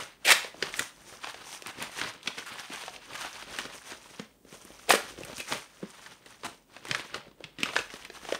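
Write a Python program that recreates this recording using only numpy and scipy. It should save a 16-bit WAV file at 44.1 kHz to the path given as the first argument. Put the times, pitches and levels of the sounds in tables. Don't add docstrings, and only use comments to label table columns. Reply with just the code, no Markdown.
import sys
import numpy as np
from scipy import signal
from scipy.fft import rfft, irfft, next_fast_len
from scipy.io import wavfile
from scipy.ndimage import map_coordinates

SR = 44100
rng = np.random.default_rng(int(sys.argv[2]) if len(sys.argv) > 2 else 0)


def int16_out(signal):
    q = np.round(np.clip(np.atleast_2d(signal).T, -1, 1) * 32767)
    wavfile.write(sys.argv[1], SR, q.astype(np.int16))


N = 370087
LEAD_S = .004


def amp(db):
    return 10 ** (np.asarray(db) / 20)


def unit(x):
    return x / np.sqrt(np.mean(x ** 2, axis=-1, keepdims=True) + 1e-20)


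def along(points, hz):
    f, value = np.transpose(points)
    return np.interp(np.log(hz + 1), np.log(f + 1), value)


def wobble(rate):
    knots = rng.standard_normal(int(N * rate / SR) + 4)
    return map_coordinates(knots, [np.arange(N) * rate / SR])


def filtered(x, response):
    size = next_fast_len(x.shape[-1] + 4096)
    return irfft(rfft(x, size) * response(np.fft.rfftfreq(size, 1 / SR)), size)[..., :x.shape[-1]]


def coloured(x, eq):
    return unit(filtered(x, lambda hz: amp(along(eq, hz))))


def resonance(f, centre_hz, q):
    damping = 1j * f * centre_hz / q
    return damping / (centre_hz ** 2 - f * f + damping)


# t/s at full speed, hold/s, slide level/dB, flap/dB re slide,
# surface hiss/dB re slide
HAND_STROKES = [(0.0, 0.017, -41, -11.5, -7), (0.299, .15, -44.5, -8.5, -6.5),
                (0.621, 0.087, -46.5, -3, -8), (.74, 0.093, -44, -8.5, -0.5), (.95, 0.14, -62, -1, -1),
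                (1.08, 0.047, -51.5, -4, 0), (1.255, 0.055, -44.5, -9.5, -6), (1.409, 0.0087, -47, -3, -11),
                (1.49, 0.07, -48.5, -10, 2), (1.679, 0.009, -43, -9.5, -8.5), (1.821, 0.017, -39, -5.5, -9),
                (1.962, 0.025, -41.5, -16, -3.5), (2.0, 0.091, -39, -6, -11),
                (2.27, 0.013, -46.5, -6.5, -5), (2.386, 0.0055, -43, -7, -5), (2.52, .015, -43, -12, -14),
                (2.581, 0.2, -46, -30, -6.5), (2.74, 0.11, -44.5, -5.5, -4), (2.93, 0.036, -55.5, -3, -7.5),
                (3.03, 0.053, -51, -6, -10), (3.118, 0.043, -47.5, -9, -6.5),
                (3.211, .015, -37.5, -12, -7.5), (3.3, 0.44, -47.5, -12.5, -7),
                (3.53, 0.048, -45.5, -0.5, -7), (3.59, 0.013, -43, -6, -8), (3.66, 0.022, -54, 6, -14),
                (3.74, .06, -61.5, -3, 9), (3.888, 0.02, -44.5, -7, -4), (4.03, 0.18, -58, -9, -1.5),
                (4.195, 0.0083, -51.5, -5.5, -11), (4.536, .01, -53.5, -1, 0.5),
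                (4.618, .22, -57.5, -5.5, -0.5), (4.9, 0.2, -49.5, -5, -3), (5.189, .17, -52.5, 3, -4.5),
                (5.384, .015, -52, -9, 6.5), (5.512, 0.032, -39, -5.5, -3), (5.7, .1, -63.5, -11, 0),
                (5.83, 0.017, -54.5, -2, -9), (5.91, 0.21, -53.5, -12, -5), (6.17, 0.055, -71.5, 6, -8),
                (6.27, .08, -56, -8, -4.5), (6.38, .04, -82, 3, -17), (6.452, 0.042, -53, 1.5, -2),
                (6.749, .03, -54.5, -3, -6), (6.902, 0.088, -40.5, -6.5, -9), (7.04, 0.077, -56, -13, -5),
                (7.148, 0.0067, -44, 2, -13), (7.43, .02, -59.5, 2, -14), (7.66, 0.021, -42.5, -4.5, -11),
                (7.772, 0.011, -41, -3, -4), (7.943, 0.0054, -46.5, -13, -5.5),
                (8.045, .01, -53.5, -6, -8.5), (8.15, 0.024, -51.5, -8, -4),
                (8.282, 0.043, -43.5, -6.5, -5.5)]
def hand_strokes():
    rise_db_per_s, fall_db_per_s = 253, 163.5
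    t = np.arange(0, N + 64, 64) / SR
    start, hold, db, flap_db, hiss_db = np.transpose(HAND_STROKES)[:, :, None]
    attack_db = rise_db_per_s * np.maximum(start - t, 0)
    release_db = fall_db_per_s * np.maximum(t - start - hold, 0)
    stroke_db = db - attack_db - release_db
    gains = [np.linalg.norm(amp(stroke_db + trim_db), axis=0) for trim_db in (0, flap_db, hiss_db)]
    return [np.interp(np.arange(N) / SR, t, gain) for gain in gains]


def crinkles(count, centre_hz, log_spread, decay_cycles, spread_db):
    when, tone, size = rng.random((count, 3)).T[:, :, None]
    hz = centre_hz * np.exp(log_spread * (2 * tone - 1))
    gain = amp(-spread_db * np.log(1 - .995 * size)) * np.sqrt(hz)
    n = np.arange(SR // 100)
    grains = gain * np.sin(2 * np.pi * hz * n / SR) * np.exp(-hz * n / SR / decay_cycles)
    where = (when * N).astype(int) + n
    return unit(np.bincount(where.ravel(), grains.ravel(), N + len(n))[:N])


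# f/Hz, level/dB
SLIDE_EQ = [(400, -16.5), (800, -0.5), (1300, -0.5), (2200, -2), (3200, -2), (5000, -8.5), (7000, -33)]
FIBRE_EQ = [(4000, -21.5), (6000, -7.5), (7700, -15), (9100, -9.5), (10500, -21), (14200, -24),
            (16000, -30.5)]
FLAP_EQ = [(50, -17), (120, 2), (300, 0.5), (600, 7), (1000, -32)]
def sliding_sheets():
    slide_gain, flap_gain, hiss_gain = hand_strokes()
    fits_db = 1.8 * wobble(60) + 1.1 * wobble(25)
    friction = rng.standard_normal((3, N))
    fine = crinkles(count=3000, centre_hz=3500, log_spread=1.4, decay_cycles=1.5, spread_db=2.4)
    coarse = crinkles(count=500, centre_hz=399.6, log_spread=.5, decay_cycles=.87, spread_db=2.0)
    slide = coloured(friction[0], SLIDE_EQ) + .6 * coloured(fine, SLIDE_EQ)
    hiss = coloured(friction[1], FIBRE_EQ) + .7 * coloured(fine, FIBRE_EQ)
    flap = coloured(friction[2], FLAP_EQ) + 1.1 * coarse
    hiss_flutter_db = .7 * fits_db + 1.5 * wobble(30)
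    flap_flutter_db = 1.2 * fits_db + 3.1 * wobble(25)
    return (slide_gain * unit(amp(fits_db) * slide)
            + hiss_gain * unit(amp(hiss_flutter_db) * hiss)
            + flap_gain * unit(amp(flap_flutter_db) * flap))


# t/s, level/dB
RUMBLE_SWELLS = [(0.0, -71.5), (0.72, -68), (2.34, -84), (2.83, -70.5), (4.23, -69.5), (4.6, -65.5),
                 (5.35, -64), (5.6, -72.5), (7.45, -72), (7.8, -63), (8.39, -64)]
# f/Hz, level/dB
RUMBLE_EQ = [(18, -42.5), (34, -19), (45, 8.5), (70, -4.5), (120, -26.5)]
HISS_EQ = [(60, -25.5), (120, 3), (280, 3), (700, -6), (3300, -34.5), (9000, -17.5), (10700, -38.5),
           (16000, -14)]
def room_tone():
    swell_db = np.interp(np.arange(N) / SR, *np.transpose(RUMBLE_SWELLS))
    rumble = amp(swell_db) * coloured(rng.standard_normal(N), RUMBLE_EQ)
    hiss = amp(-65) * coloured(rng.standard_normal(N), HISS_EQ)
    return hiss + rumble


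def struck_sheet(cues, push, q, bite):
    start, db, hz, thump_db, crack_db, thump_hz = np.transpose(cues)[:6, :, None]

    def layer(drive, response):
        hits = filtered(drive, response)
        return hits / np.max(np.abs(hits), axis=1, keepdims=True)

    def body(f):
        broad = resonance(f, np.sqrt(hz * 2000), .36) ** 2
        low_pass = 1 / (1 - (f / 5500) ** 2 + 1.2j * f / 5500)
        return (resonance(f, hz, q) + .7) * broad * low_pass

    ring = layer(push, body)
    thump = layer(push, lambda f: resonance(f, thump_hz, 1.6) * resonance(f, .7 * thump_hz, .7))
    spiky_push = push * np.abs(push) ** bite
    crack = layer(spiky_push, lambda f: (resonance(f, 8600, 4) + .31) * resonance(f, 8000, .5) ** 2)
    hits = amp(db) * (ring + amp(thump_db) * thump + amp(crack_db) * crack)
    where = np.round((start - LEAD_S) * SR).astype(int) + np.arange(push.shape[1])
    return np.bincount(where.ravel(), hits.ravel(), N + SR)[:N]


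# t/s, ring peak level/dB, ring f/Hz, thump/dB re ring,
# crack/dB re ring, thump f/Hz, length/s
RIP_CUES = [(0.247, -16.5, 2626, -11, -5, 600, 0.023), (.271, -4, 2096, -16, -7.5, 805, 0.028),
            (0.299, -3, 2135, -30.5, -1.5, 574, 0.026), (0.317, -10, 3660, -13.5, -17.5, 594, 0.012),
            (0.761, -37.5, 1510, -16, 6, 400, 0.021), (1.232, -27.5, 1280, -15.5, -20, 453, 0.012),
            (1.814, -29, 2400, -5, -13.5, 310, .025), (2.377, -25.5, 1875, -20, -10.5, 397, 0.013),
            (2.457, -33, 1400, -29, -4.5, 400, 0.043), (2.52, -40.5, 1440, -41, 0, 400, 0.023),
            (3.145, -28, 1500, -35, -7, 400, 0.019), (4.892, -14, 2720, -2, 0.5, 626, 0.0096),
            (4.904, -11.5, 1870, -12.5, -3, 500, 0.024), (4.881, -34.5, 1200, 5, -15, 650, 0.01),
            (4.939, -14, 1293, -7, -6.5, 507, 0.02), (5.393, -28, 2520, -16, -14, 407, 0.02),
            (5.486, -36.5, 1930, -12.5, 5, 405, 0.019), (6.442, -24, 884, -12, -6.5, 296, 0.026),
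            (7.585, -33, 1980, -5.5, -14, 353, .045)]
def ripping_fibres():
    t = np.arange(SR // 10) / SR
    length = np.array(RIP_CUES)[:, 6:]
    attack = np.clip(t / .011, 0, 1) ** 1.5
    release = np.clip((LEAD_S + length + .003 - t) / .005, 0, 1)
    noise = rng.standard_normal((len(RIP_CUES), len(t), 2))
    breaks = noise[..., 0] * amp(5 * noise[..., 1])
    return struck_sheet(RIP_CUES, attack * release * breaks, q=4, bite=.15)


# t/s, ring peak level/dB, ring f/Hz, thump/dB re ring, crack/dB re ring, thump f/Hz
SNAP_CUES = [(0.445, -27.5, 730, -4, -21, 680), (0.543, -55, 956, 18, -26.5, 560),
             (0.606, -38, 1130, -18.5, -25.5, 356), (0.625, -12, 1640, -10.5, -34.5, 457),
             (0.637, -27, 1700, -27, -27.5, 277), (0.74, -21.5, 2120, -39, -28, 318),
             (0.788, -31.5, 2800, -18, -11, 400), (0.7935, -11.5, 1610, -23, -1, 540),
             (0.822, -24, 1470, -23, -22, 318), (1.244, -23, 1200, -28, -22, 471),
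             (1.271, -27.5, 851, -13, -20, 657), (1.343, -30.5, 2050, -2.5, -38.5, 670),
             (1.622, -24.5, 3520, -14, -5, 565), (1.662, -23, 902, -13, -25.5, 307),
             (1.67, -28.5, 877, -18, 4.5, 231), (1.825, -22, 1950, -10, 3, 590),
             (1.988, -28, 2070, -7, -18, 350), (2.014, -16.5, 1760, -15, -31.5, 275),
             (2.073, -32.5, 1080, -11, -34, 327), (2.23, -35, 3480, -20, -5, 320),
             (2.26, -31.5, 1730, -38, -16, 681), (2.274, -15.5, 2900, -18.5, -41, 320),
             (2.7, -37.5, 1200, 2.5, -20, 355), (2.836, -32, 1230, -5, -23, 630),
             (2.88, -26, 704, -23, -29, 704), (2.962, -28.5, 2360, -12.5, -34, 622),
             (3.132, -32.5, 2420, -18, -12, 366), (3.248, -27.5, 1230, -3.5, -24, 700),
             (3.425, -28, 1180, -11, -27.5, 686), (3.587, -17.5, 1470, -16, -7, 294),
             (3.653, -28.5, 1260, -7, -33, 331), (3.92, -30, 1450, -4.5, -17, 381),
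             (4.196, -26.5, 1740, -2.5, -44.5, 232), (4.449, -50.5, 870, 9.5, -7, 280),
             (4.526, -38.5, 1050, -0.5, -5, 211), (4.65, -43.5, 930, 1, 6, 315),
             (4.704, -43, 948, 4.5, -12, 318), (4.905, -3, 700, -19, -43, 633),
             (4.937, -12.5, 685, 1.5, -13.5, 513), (5.208, -54, 845, 22, -21, 457),
             (5.234, -30, 2650, -12, -4.5, 134), (5.249, -36.5, 1200, -5, 6.5, 574),
             (5.329, -32.5, 860, -7, -15, 193), (5.381, -27, 2900, -15, 0, 192),
             (5.402, -26.5, 2720, -8, 2.5, 523), (5.523, -15, 880, -7, -22.5, 476),
             (5.533, -24, 1880, -17.5, 0, 288), (5.828, -45.5, 1350, 18.5, -27, 219),
             (6.062, -31.5, 1780, -46, -22, 501), (6.26, -38.5, 1900, -6, -6, 487),
             (6.434, -29, 907, -6, -24.5, 480), (6.765, -33.5, 1180, -4, -35, 657),
             (6.852, -30, 754, -10, -2.5, 583), (6.885, -32, 3000, -11, 1.5, 311),
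             (6.912, -14, 2450, -18, -47, 155), (6.948, -12, 1840, -36, -38, 265),
             (6.995, -27.5, 2380, -11, -25, 420), (7.143, -22.5, 1380, -36, -32, 490),
             (7.18, -32, 1550, -13.5, -20, 190), (7.28, -45, 1800, -1.5, -18, 200),
             (7.313, -45, 950, -8, -25, 300), (7.405, -48, 804, 14.5, -3, 500),
             (7.44, -27, 2670, -16.5, -32.5, 131), (7.586, -28.5, 2480, -8.5, -45.5, 266),
             (7.604, -31.5, 2790, -6.5, -2, 318), (7.632, -11, 2500, -15, -8, 293),
             (7.658, -23, 1290, -14, -18, 503), (7.688, -28, 1190, -20, -30.5, 406),
             (7.734, -29, 727, -17, -25.5, 684), (7.757, -19.5, 2500, -8.5, -19.5, 705),
             (7.764, -8, 1720, -11, -23, 860), (7.789, -20, 2600, -6.5, -28, 420),
             (7.902, -33.5, 2030, -27, -21.5, 490), (7.939, -28.5, 1190, -3.5, -10, 510),
             (8.049, -30, 2220, -22, -6.5, 453), (8.1, -29.5, 1750, -5.5, -18.5, 500),
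             (8.25, -30.5, 1080, -4, -17.5, 610), (8.288, -26.5, 703, -5.5, -18, 670),
             (8.323, -19.5, 1490, 3.5, -29.5, 520), (8.347, -21.5, 1050, -35, -16, 431)]
def snapping_creases():
    t = np.arange(SR // 10) / SR - LEAD_S
    chatter_t60_s = .024 * np.exp(.27 * rng.standard_normal((len(SNAP_CUES), 1)))
    onset = amp(-22 + 3000 * t)
    chatter = amp(-60 * t / chatter_t60_s) * (1 - .5 * np.exp(-np.abs(t) / .0005))
    envelope = np.where(t < 0, onset, chatter)
    push = envelope * rng.standard_normal(envelope.shape)
    push[:, round(LEAD_S * SR) + SR // 2000] += 3.5
    return struck_sheet(SNAP_CUES, push, q=3, bite=.6)


# f/Hz, t60/s
ROOM_DECAY = [(200, 0.26), (1400, 0.32), (3700, 0.36), (10000, 0.29)]
def room_reverb(send):
    wet = np.zeros(N + SR)
    block, predelay = SR // 8, SR // 300
    for start in range(0, N, block):
        hz, t, noise = signal.stft(rng.standard_normal(SR // 2), SR, nperseg=256)
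        decay = amp(-60 * t / along(ROOM_DECAY, hz)[:, None])
        tail = signal.istft(noise * decay, SR, nperseg=256)[1]
        answer = signal.fftconvolve(send[start:start + block], tail / np.linalg.norm(tail))
        wet[start + predelay:][:len(answer)] += answer
    return wet[:N]


def scene():
    snaps, rips, slides = snapping_creases(), ripping_fibres(), sliding_sheets()
    reverb = room_reverb(amp(-9.5) * snaps + amp(-7.5) * rips + amp(-15) * slides)
    return (snaps + rips + slides + reverb + room_tone())[None]


def record(dry):
    ceiling, low_cut_hz, high_cut_hz = .8, 33, 15700
    rounded = dry / (1 + np.abs(dry / ceiling) ** 4) ** .25
    return filtered(rounded, lambda hz: (hz < high_cut_hz) / (1 + (low_cut_hz / (hz + 1)) ** 6))


dry = scene()
out = record(dry)
int16_out(out)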